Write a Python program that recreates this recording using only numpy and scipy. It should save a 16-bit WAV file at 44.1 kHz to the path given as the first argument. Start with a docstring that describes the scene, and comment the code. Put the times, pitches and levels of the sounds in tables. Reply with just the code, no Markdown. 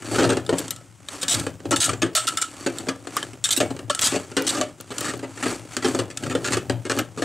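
"""Roasted chestnuts tumble and knock in a fryer's metal basket, stirred close by with a steel teaspoon.
Shells clack, rub and snap; rebounding nuts drum on the basket, whose modes and hollow answer.
The spoon clinks and chatters over the grate, which rings.
A kitchen's short tail and a quiet hiss lie underneath; a limiter holds the loudest blows."""
import sys
import numpy as np
from scipy import signal
from scipy.fft import rfft, irfft, next_fast_len
from scipy.io import wavfile
from scipy.ndimage import uniform_filter1d, minimum_filter1d, map_coordinates

SR = 44100
rng = np.random.default_rng(int(sys.argv[2]) if len(sys.argv) > 2 else 0)


def pcm_store(signal):
    """Save signal as 16-bit PCM."""
    levels = np.round(np.clip(np.atleast_2d(signal), -1, 1) * 32767)
    wavfile.write(sys.argv[1], SR, levels.astype(np.int16).T)


N = 319284
T = np.arange(SR // 3) / SR  # time since a blow [s]

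# spoon strokes through the heap:
# (start [s], push [s], settling [s], effort [dB], rubbing re effort [dB], rumble re effort [dB])
STROKES = [(0, 0.19, 0.35, -26, -2, -3), (0.501, 0.096, 0.29, -36, 1.5, -7),
           (1.07, 0.071, 0.26, -41, 7, -19.5), (1.251, 0.13, 0.18, -29.5, 0.5, 1.5),
           (1.599, 0.081, 0.32, -35.5, -19, 3), (1.76, 0.13, 0.18, -32, -5, -1),
           (2.118, 0.13, 0.97, -43.5, 6, -11), (2.481, .13, 0.57, -48, 7.5, -6),
           (2.63, 0.17, .33, -36, -5, -7), (3.061, 0.11, 0.34, -36.5, 1.5, -4),
           (3.521, 0.09, 0.34, -27.5, -11, -5), (4.0, 0.053, 0.26, -31, 8.5, -4.5),
           (4.361, 0.19, 0.21, -29.5, 0.5, -9), (4.9, .16, 0.2, -30, 1.5, -4.5),
           (5.33, .18, .22, -30.5, 1.5, -6), (5.661, 0.088, 0.08, -47.5, 11.5, -5),
           (5.789, 0.11, 0.23, -26, -3, -7.5), (6.15, 0.094, 0.38, -30.5, -11, -0.5),
           (6.371, 0.17, 0.18, -31, -0.5, 1), (6.62, 0.085, 0.16, -43.5, -14, 13.5),
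           (6.86, 0.11, 0.17, -29, -6, -6), (7.17, .07, 0.27, -30.5, -4.5, -4)]


def chestnuts():
    """A landing nut's shell cracks and clacks; its rebounds drum on the basket, whose hollow answers."""
    # main landings: (time [s], rattle length [s], basket thud [dB], shell [dB])
    landings = [(.022, 0.0026, -44, -38.5), (0.057, 0.012, -54, -41.5), (0.146, 0.015, -26, -29.5),
                (0.184, 0.025, -12, -22), (0.221, 0.0066, -18, -29), (0.233, 0.018, -11.5, -21),
                (.292, 0.014, -15, -22), (0.322, 0.014, -18, -31), (0.37, 0.0062, -20.5, -28.5),
                (.492, 0.0049, -15.5, -25.5), (0.527, 0.012, -14, -31.5), (1.23, .006, -30.5, -29),
                (1.466, 0.0052, -23.5, -30.5), (1.603, 0.0013, -40, -47), (1.655, 0.0038, -28, -39.5),
                (1.711, 0.022, -17, -24.5), (1.892, 0.0062, -25.5, -26), (1.933, 0.0078, -28.5, -34.5),
                (2.019, 0.012, -15, -22), (2.063, 0.0075, -32, -40), (2.663, 0.013, -17.5, -26.5),
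                (2.869, 0.0078, -29.5, -41.5), (2.886, 0.0084, -20.5, -25), (3.071, 0.0042, -30, -35),
                (3.167, 0.0085, -42, -25.5), (3.333, 0.0034, -39.5, -45), (3.603, .009, -19.5, -21.5),
                (3.705, .008, -27, -38), (3.765, 0.0023, -38, -41.5), (3.791, 0.0025, -35, -38),
                (3.901, .005, -32.5, -24), (4.12, 0.051, -24, -31.5), (4.367, 0.011, -13.5, -17.5),
                (4.413, 0.042, -35, -42.5), (4.548, 0.038, -27.5, -32), (4.612, 0.0036, -28, -23.5),
                (4.316, .009, -34.5, -42.5), (4.802, .01, -41.5, -43.5), (4.905, 0.02, -28.5, -37.5),
                (5.01, .002, -31.5, -31), (5.045, 0.068, -33, -34.5), (5.137, 0.0025, -28, -35),
                (5.193, 0.0036, -39, -41.5), (5.228, 0.02, -26.5, -40), (5.374, 0.0065, -41, -42.5),
                (5.427, 0.019, -24, -29), (5.458, 0.013, -19.5, -28.5), (5.767, 0.0013, -25.5, -23),
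                (5.824, 0.021, -32.5, -36), (5.846, 0.015, -15.5, -23), (5.948, 0.0055, -20.5, -28),
                (5.989, 0.013, -19.5, -26.5), (6.102, 0.016, -38.5, -40.5), (6.236, 0.0062, -32.5, -33),
                (6.298, .031, -25.5, -34), (6.351, 0.0083, -15.5, -26.5), (6.444, 0.041, -30.5, -30.5),
                (6.522, 0.023, -25.5, -25.5), (6.57, .003, -24.5, -27), (6.697, 0.0055, -16.5, -25),
                (6.852, 0.017, -28, -36.5), (6.897, 0.023, -21.5, -26), (6.988, 0.0047, -26.5, -24.5),
                (7.175, .02, -27, -35.5), (7.222, .003, -21.5, -26.5)]
    # blows that ring the basket floor: (time [s], level [dB])
    floor_blows = [(2.151, -23), (3.603, -14.5), (4.144, -23.5), (4.612, -18.5)]
    # modes of the loaded basket and its floor: (frequency [Hz], level [dB], t60 [s])
    basket_modes = [(116.6, -8.5, 0.27), (179, -12.5, 0.24), (269.2, 3.5, 0.17), (311, -2.5, 0.061),
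                    (358.3, 0, 0.12), (421.6, 3, 0.051), (465, 2, 0.036), (573.2, -5, 0.14),
                    (810, -5.5, 0.033)]
    floor_modes = [(425, -11, .15), (578, -3, .14), (615, 0, .19), (715, -5, .14), (1803, -18, .15),
                   (2013, -22, .2), (2239, -22, .28)]
    # spectra of the air in the basket and of the shells: (frequency [Hz], level [dB])
    hollow_spectrum = [(100, -33), (230, -8), (330, 6), (540, -1.5), (750, -6.5), (1100, -13), (3000, -58)]
    clack_spectrum = [(300, -45.5), (700, -4), (950, -14.5), (1180, 3), (1380, 2.5), (1480, -1.5),
                      (1650, 2.5), (2150, -6.5), (2950, -3), (3800, -10), (4400, -14.5), (6000, -30),
                      (16000, -103)]
    crack_spectrum = [(1500, -13.5), (3600, -10.5), (4400, 0.5), (5100, -5.5), (6800, -1.5), (8200, -1),
                      (9300, -8), (11000, -21.5), (13300, -24), (16000, -46)]
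    thud, hollow, clack, crack = np.zeros((4, N))
    for time_s, length_s, thud_db, shell_db in landings + tumbles(per_stroke=2):
        train = contacts(length_s, rate_hz=700, scatter_db=2.5)
        push = np.abs(train) ** 2.5  # hard rebounds move the basket most
        drum = signal.fftconvolve(push, ring(basket_modes, scatter_db=2, detune=0.03))
        drum = unit_rms(drum, first=SR // 33)  # long and short rattles start equally loud
        add(thud, time_s, amp(thud_db) * drum)
        add(hollow, time_s, amp(thud_db) * rattle(train, t60_s=0.038, tail_db=-7.5, tail_t60_s=0.34))
        add(clack, time_s, amp(shell_db) * rattle(train, t60_s=0.035, tail_db=-11.5, tail_t60_s=0.23))
        crack_db = shell_db - 2.5 - 0.4 * max(thud_db - shell_db, 0)  # heavy thuds are duller
        add(crack, time_s, amp(crack_db) * rattle(train, t60_s=0.012, tail_db=-10.5, tail_t60_s=0.11))
    for time_s, db in floor_blows:
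        add(thud, time_s, amp(db) * ring(floor_modes, scatter_db=1.5, detune=0.01))
    thud = butterworth(thud, 4, 115, "high")  # a small basket radiates no deep bass
    body = amp(-4.5) * thud + amp(-5.5) * coloured(hollow, hollow_spectrum)
    return body + amp(1) * coloured(clack, clack_spectrum) + amp(3) * coloured(crack, crack_spectrum)


def tumbles(per_stroke):
    """Nuts topple near each stroke's peak: (time [s], rattle length [s], thud [dB], shell [dB])."""
    spread_s, length_s, scatter_db = 0.07, 0.008, 6
    start_s, push_s, settling_s, effort_db, *_ = np.repeat(STROKES, per_stroke, axis=0).T
    when, strength = rng.uniform(-1, 1, (len(start_s), 2)).T
    late_s = spread_s * when
    levels_db = effort_db - slack_db(late_s, push_s, settling_s) + scatter_db * strength
    times_s = start_s + push_s + late_s
    return [(time_s, length_s, db - 3.5, db - 8.5) for time_s, db in zip(times_s, levels_db)]


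def spoon():
    """The spoon's edge chatters over the grate; the longer it chatters, the more the steel rings."""
    # spoon contacts: (time [s], chatter length [s], scrape [dB], grate ring [dB])
    chatters = [(0.464, 0.00091, -38, -48), (0.583, 0.01, -29.5, -62), (.681, 0.00057, -34, -50),
                (.708, 0.0014, -27, -51), (0.762, .001, -41, -52.5), (1.086, 0.00054, -33, -60),
                (1.214, 0.023, -32.5, -47), (1.23, 0.0023, -28, -50), (1.282, 0.0016, -17, -52),
                (1.295, 0.038, -24, -52), (1.342, .008, -23, -42), (1.398, 0.0014, -27.5, -45),
                (1.709, 0.0095, -25, -24), (1.761, 0.0015, -14.5, -53), (1.803, 0.024, -13.5, -30),
                (1.841, 0.023, -20.5, -32), (2.151, 0.017, -12, -20.5), (2.27, 0.018, -23.5, -30),
                (2.372, 0.0024, -19, -33), (2.415, .012, -24.5, -36), (2.785, .001, -30, -53),
                (3.229, 0.00056, -32.5, -48), (3.44, 0.014, -16, -46), (3.49, 0.00091, -27, -38.5),
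                (3.507, .028, -21.5, -55), (3.564, 0.018, -24.5, -55), (3.898, 0.0046, -28.5, -32),
                (3.949, .001, -25, -41), (3.992, .001, -23, -58), (4.017, .015, -20, -33),
                (4.041, 0.032, -15.5, -44), (4.467, 0.019, -25.5, -47), (4.491, 0.016, -25.5, -57),
                (4.982, 0.0017, -25, -63), (6.173, 0.00064, -27.5, -50)]
    # bright modes of spoon and grate, then the grate's own: (frequency [Hz], level [dB], t60 [s])
    steel_modes = [(3400, -4, 0.25), (4210, 26.5, 0.052), (5400, -7, 0.087), (6670, 11, 0.088),
                   (6900, 10, 0.38), (7640, 18, 0.41), (7531, 1.5, 0.33), (8900, 33, 0.076),
                   (8400, 19.5, 0.31), (8670, -15.5, 0.25), (9400, 8, 0.061), (13200, -10, 0.19)]
    grate_modes = [(1304, 0, .22), (1357, 0, .14), (1385, -1, .12), (1740, -11, .13), (2875, -11, .2),
                   (2990, -9, .18), (4382, -15, .25), (5453, -10, .16)]
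    # dull and bright contact spectra: (frequency [Hz], level [dB])
    clank_spectrum = [(300, -18.5), (700, -0.5), (950, -6.5), (1300, 0.5), (1700, 4.5), (2300, -1),
                      (3000, 2.5), (3500, -2.5), (4100, -9.5), (6000, -13), (16000, -45)]
    scrape_spectrum = [(1500, -27), (3600, 0), (4500, -6), (5300, -5.5), (6600, -3), (7900, 1.5),
                       (8800, -3.5), (9700, -9), (11800, -19), (13000, -17.5), (14200, -35), (16000, -26)]
    metal, clank, scrape = np.zeros((3, N))
    for time_s, length_s, scrape_db, ring_db in chatters:
        train = contacts(length_s, rate_hz=1100, scatter_db=3.5)
        add(clank, time_s, amp(scrape_db - 6.5) * rattle(train, t60_s=0.042, tail_db=-16, tail_t60_s=0.32))
        add(scrape, time_s, amp(scrape_db) * rattle(train, t60_s=0.019, tail_db=-19, tail_t60_s=0.19))
        build_up = np.sqrt(length_s / 0.0083)
        swell = 1 - np.exp(-T / (length_s / 2 + 0.0014))
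        # bars under nuts ring off pitch and beat against the free ones
        free = ring(steel_modes, scatter_db=3, detune=0.002)
        loaded = ring(steel_modes, scatter_db=3, detune=0.04)
        waver = amp(3.5 * wobble(rate_hz=150, size=len(T)))  # loose nuts jiggle on the grate
        bars = amp(scrape_db - 13) * build_up * (free + loaded)
        grate = amp(ring_db + 4) * ring(grate_modes, scatter_db=1, detune=0.0031)
        add(metal, time_s, swell * waver * (bars + grate))
    return metal + amp(-1.6) * coloured(clank, clank_spectrum) + amp(4) * coloured(scrape, scrape_spectrum)


def snaps():
    """A brittle shell breaks in one very short, bright click."""
    # shell breaks: (time [s], level [dB])
    breaks = [(0.707, -15), (3.167, -8.5), (4.013, -13), (4.422, -16), (4.81, -25), (4.927, -37),
              (5.008, -14.5), (5.176, -33), (5.769, -23)]
    track = np.zeros(N)
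    for time_s, db in breaks:
        add(track, time_s, amp(db) * rng.standard_normal(len(T)) * fade(t60_s=0.0087))
    return butterworth(track, 1, [4000, 13000], "band")


def taps_and_pings():
    """The spoon's bowl taps the basket wall dully; ringing free, the spoon gives short pings."""
    # wall taps: (time [s], level [dB])
    taps = [(1.086, -38.5), (3.071, -48), (3.167, -24), (3.228, -30), (3.490, -33.5), (3.900, -16.5)]
    # spoon pings: (time [s], bending tone [dB], bright tone [dB])
    pings = [(.590, -59, -40), (.707, -61, -36.5), (1.230, -48, -44), (3.442, -16, -43), (3.516, -40, -34),
             (3.572, -51, -33), (6.989, -58, -36)]
    # modes of the wall, then of the spoon: (frequency [Hz], level [dB], t60 [s])
    wall_modes = [(418, -14, 0.058), (593, -10, 0.06), (880, -2.5, 0.022), (1140, -2, 0.033),
                  (1404, -10, 0.011), (1685, -4, 0.044), (1550, -21, 0.016), (3120, 0, 0.026),
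                  (3660, -1.5, 0.017)]
    bending_modes = [(3670, 2, 0.061), (3390, -4, 0.032), (4070, -16, 0.026)]
    bright_modes = [(11300, -2, 0.028), (13400, -3, 0.029), (13200, 9, .04), (12400, -5, 0.037),
                    (12900, -6, 0.036)]
    track = np.zeros(N)
    onset = 1 - fade(t60_s=0.00057)  # the contact takes a moment to build
    for time_s, db in taps:
        add(track, time_s, amp(db) * onset * ring(wall_modes, scatter_db=-5.5, detune=0.0053))
    for time_s, bending_db, bright_db in pings:
        add(track, time_s, amp(bending_db) * onset * ring(bending_modes, scatter_db=11, detune=0.0037))
        add(track, time_s, amp(bright_db) * ring(bright_modes, scatter_db=3, detune=0.006))
    return track


def heap():
    """With each stroke the nuts rub, roll on the grate, then rumble; the spoon drags over the bars."""
    # spectra of basket rumble, rolling nuts and rubbing shells: (frequency [Hz], level [dB])
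    rumble_spectrum = [(20, -34), (50, -15), (70, -10.5), (95, 3), (113, 12.5), (135, -3), (170, 0),
                       (260, -21.5), (700, -42.5)]
    roll_spectrum = [(90, -35.5), (170, -39), (215, -7), (270, 3.5), (360, -1), (450, -9.5), (570, -5.5),
                     (680, -12.5), (780, -9.5), (1000, -28.5), (2500, -48.5)]
    rub_spectrum = [(550, 2), (900, 4), (1350, 7), (1700, 1), (2200, 2), (3000, 0), (3900, -3.5),
                    (4450, -3.5), (5200, -2.5), (6600, 0.5), (8000, 1.5), (9500, -4), (12000, -14),
                    (16000, -32)]
    # bar modes under the dragging spoon: (frequency [Hz], level [dB], t60 [s])
    drag_modes = [(1250, 7, 0.026), (1690, 10, 0.099), (2340, 2, 0.15), (2550, -11, 0.046),
                  (2860, -5, 0.052), (4500, 17, 0.04), (4500, -16, 0.037), (7750, 11, 0.041),
                  (7540, -13.5, 0.048), (8160, 15.5, 0.026)]
    rub_rest_db, touch_rate_hz = -53.5, 420
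    *_, effort_db, rubbing_db, rumble_db = np.transpose(STROKES)
    rubbing = effort(effort_db + rubbing_db, lag_s=-0.011, linger=0.91, rest_db=rub_rest_db)
    rolling = effort(effort_db, lag_s=0.0051, linger=1.19, rest_db=-60)
    rumbling = effort(effort_db + rumble_db, lag_s=0.011, linger=2.28, rest_db=-50.5)
    touches = (rng.random(N) < touch_rate_hz / SR) * amp(7 * np.minimum(rng.standard_normal(N), 2))
    # each touch opens a short burst of friction
    friction_power = signal.fftconvolve(touches ** 2, fade(t60_s=0.017) ** 2)[:N]
    pressure = unit_rms(np.sqrt(np.abs(friction_power)))
    sliding = unit_rms(pressure + 1.3)
    rumble_noise, roll_noise, rub_noise, drag_noise = rng.standard_normal((4, N))
    rumble = amp(-2.5) * rumbling * coloured(rumble_noise, rumble_spectrum)
    roll = rolling * coloured(roll_noise * pressure, roll_spectrum)
    rub = amp(-1.5) * rubbing * coloured(rub_noise * sliding, rub_spectrum)
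    bars = ring(drag_modes, scatter_db=1, detune=0.0025)
    dragging = rubbing - amp(rub_rest_db)  # the bars sing only while the spoon moves
    drag = signal.fftconvolve(amp(-8) * dragging * pressure * drag_noise, bars / np.linalg.norm(bars))
    return rumble + roll + rub + drag[:N]


def effort(levels_db, lag_s, linger, rest_db):
    """Stirring gain: swells as the spoon pushes, sinks to rest_db as the nuts settle."""
    time_s = np.arange(N) / SR - lag_s
    power = np.full(N, amp(rest_db) ** 2)
    for (start_s, push_s, settling_s, *_), db in zip(STROKES, levels_db):
        late_s = time_s - start_s - push_s
        near = np.abs(late_s) < 1
        power[near] += amp(db - slack_db(late_s[near], push_s, settling_s * linger)) ** 2
    return np.sqrt(power)


def slack_db(late_s, push_s, settling_s):
    """How far a stroke is below its peak, late_s after it."""
    rise_db, fall_db = 19.5, 26
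    return np.maximum(-rise_db * late_s / push_s, fall_db * late_s / settling_s)


def kitchen(x):
    """The room's short tail, 5 ms late and different in each channel."""
    # room decay: (frequency [Hz], t60 [s])
    room_t60 = [(100, 0.2), (300, 0.55), (1500, 0.03), (8000, 0.03), (14000, 0.9)]
    hz, time_s, noise = signal.stft(rng.standard_normal((2, len(T))), SR, nperseg=256)
    decay = np.exp(-np.log(1000) * time_s / along(room_t60, hz)[:, None])
    _, tail = signal.istft(noise * decay, SR, nperseg=256)
    tail = np.pad(tail, ((0, 0), (SR // 200, 0)))
    return signal.fftconvolve(x[None], tail / np.linalg.norm(tail[0]), axes=1)[:, :N]


def room_hiss():
    """Steady, bass-heavy room noise, independent in each channel."""
    # room noise: (frequency [Hz], level [dB])
    hiss_spectrum = [(20, -16), (55, 17), (100, 11), (200, 6), (400, 1), (800, 2), (1500, -10), (4000, -21),
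                     (8000, -18), (11000, -25), (16000, -37)]
    return np.array([coloured(rng.standard_normal(N), hiss_spectrum) for _ in range(2)])


def contacts(length_s, rate_hz, scatter_db):
    """A first touch and a run of tiny random rebounds; energy 1."""
    span = max(round(length_s * SR), 2)
    hits = rng.random(len(T))[:span] < rate_hz / SR
    train = hits * amp(scatter_db * rng.standard_normal(len(T))[:span] - 6.5)
    train[0] = 1
    return train / np.linalg.norm(train)


def rattle(train, t60_s, tail_db, tail_t60_s):
    """Each contact rebounds between the basket walls; rms 1 over the contacts plus 3 ms."""
    walls = rng.standard_normal(len(T)) * (fade(t60_s) + amp(tail_db) * fade(tail_t60_s))
    return unit_rms(signal.fftconvolve(train, walls)[:len(T)], first=len(train) + SR // 333)


def ring(modes, scatter_db, detune):
    """Damped modes with new strength, pitch and sign at every blow; rms 1 over the first 20 ms."""
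    hz, db, t60_s = np.transpose(modes)
    strength, shift, polarity = rng.standard_normal((3, len(hz)))
    waves = np.sin(2 * np.pi * np.outer(hz * (1 + detune * shift), T)) * fade(t60_s[:, None])
    gains = np.sign(polarity) * amp(db + scatter_db * strength)
    return unit_rms(gains @ waves, first=SR // 50)


def coloured(x, spectrum, size=4096):
    """Minimum-phase colouring that keeps the power of white noise."""
    cepstrum = irfft(np.log(amp(along(spectrum, np.fft.rfftfreq(size, 1 / SR)))))
    cepstrum[1:size // 2] *= 2
    cepstrum[size // 2 + 1:] = 0
    response = irfft(np.exp(rfft(cepstrum)))
    return signal.fftconvolve(x, response / np.linalg.norm(response))[:N]


def filtered(x, response):
    """Zero-phase filter with gain response(hz)."""
    size = next_fast_len(N + SR // 2)
    return irfft(rfft(x, size) * response(np.fft.rfftfreq(size, 1 / SR)), size)[..., :N]


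def butterworth(x, order, cutoff_hz, kind):
    return signal.sosfilt(signal.butter(order, cutoff_hz, kind, fs=SR, output="sos"), x)


def wobble(rate_hz, size):
    """Smooth random curve, rate_hz knots a second."""
    knots = rng.standard_normal(size // 50)
    return map_coordinates(knots, [np.arange(size) * rate_hz / SR], mode="mirror")


def along(points, hz):
    """Interpolate (frequency [Hz], value) points on a log axis."""
    points_hz, values = np.transpose(points)
    return np.interp(np.log(hz + 1), np.log(points_hz + 1), values)


def fade(t60_s):
    return np.exp(-np.log(1000) * T / t60_s)


def amp(db):
    return 10 ** (np.asarray(db) / 20)


def unit_rms(x, first=None):
    """Scale to rms 1 over the first samples, or over all."""
    return x / np.sqrt(np.mean(x[:first] ** 2) + 1e-20)


def add(track, time_s, sound):
    part = track[max(round(time_s * SR), 0):][:len(sound)]
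    part += sound[:len(part)]


def scene():
    """The basket sits close and a little left; a wavering side signal scatters its contacts."""
    # stereo side signal: (frequency [Hz], level [dB])
    width = [(30, -20), (120, -28), (260, -39), (520, -12.5), (1000, -21), (2400, -30), (4500, -23.5),
             (8000, -10), (12000, -28)]
    # stereo balance: (frequency [Hz], left minus right [dB])
    balance = [(60, 5), (110, 8), (200, 2.5), (380, 1.5), (650, 2), (1300, 1), (2400, 0.5), (8000, 0.3)]
    basket = chestnuts() + snaps() + spoon() + taps_and_pings() + heap()
    side = filtered(basket * wobble(rate_hz=140, size=N), lambda hz: amp(along(width, hz)))
    hiss = amp(-61) * room_hiss()
    stereo = np.array([basket + side, basket - side]) + amp(-40.5) * kitchen(basket) + hiss
    return filtered(stereo, lambda hz: amp(np.outer([0.5, -0.5], along(balance, hz))))


def record(dry):
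    """The microphone's bass roll-off, a fast limiter, then the band limit."""
    low_cut_hz, ceiling_db, top_hz = 52, -8, 15700
    heard = butterworth(dry, 2, low_cut_hz, "high")
    needed_gain = np.minimum(1, amp(ceiling_db) / (np.abs(heard).max(axis=0) + 1e-9))
    gain = uniform_filter1d(minimum_filter1d(needed_gain, size=129), size=129)
    return filtered(heard * gain, lambda hz: hz < top_hz)


dry = scene()
out = record(dry)
pcm_store(out)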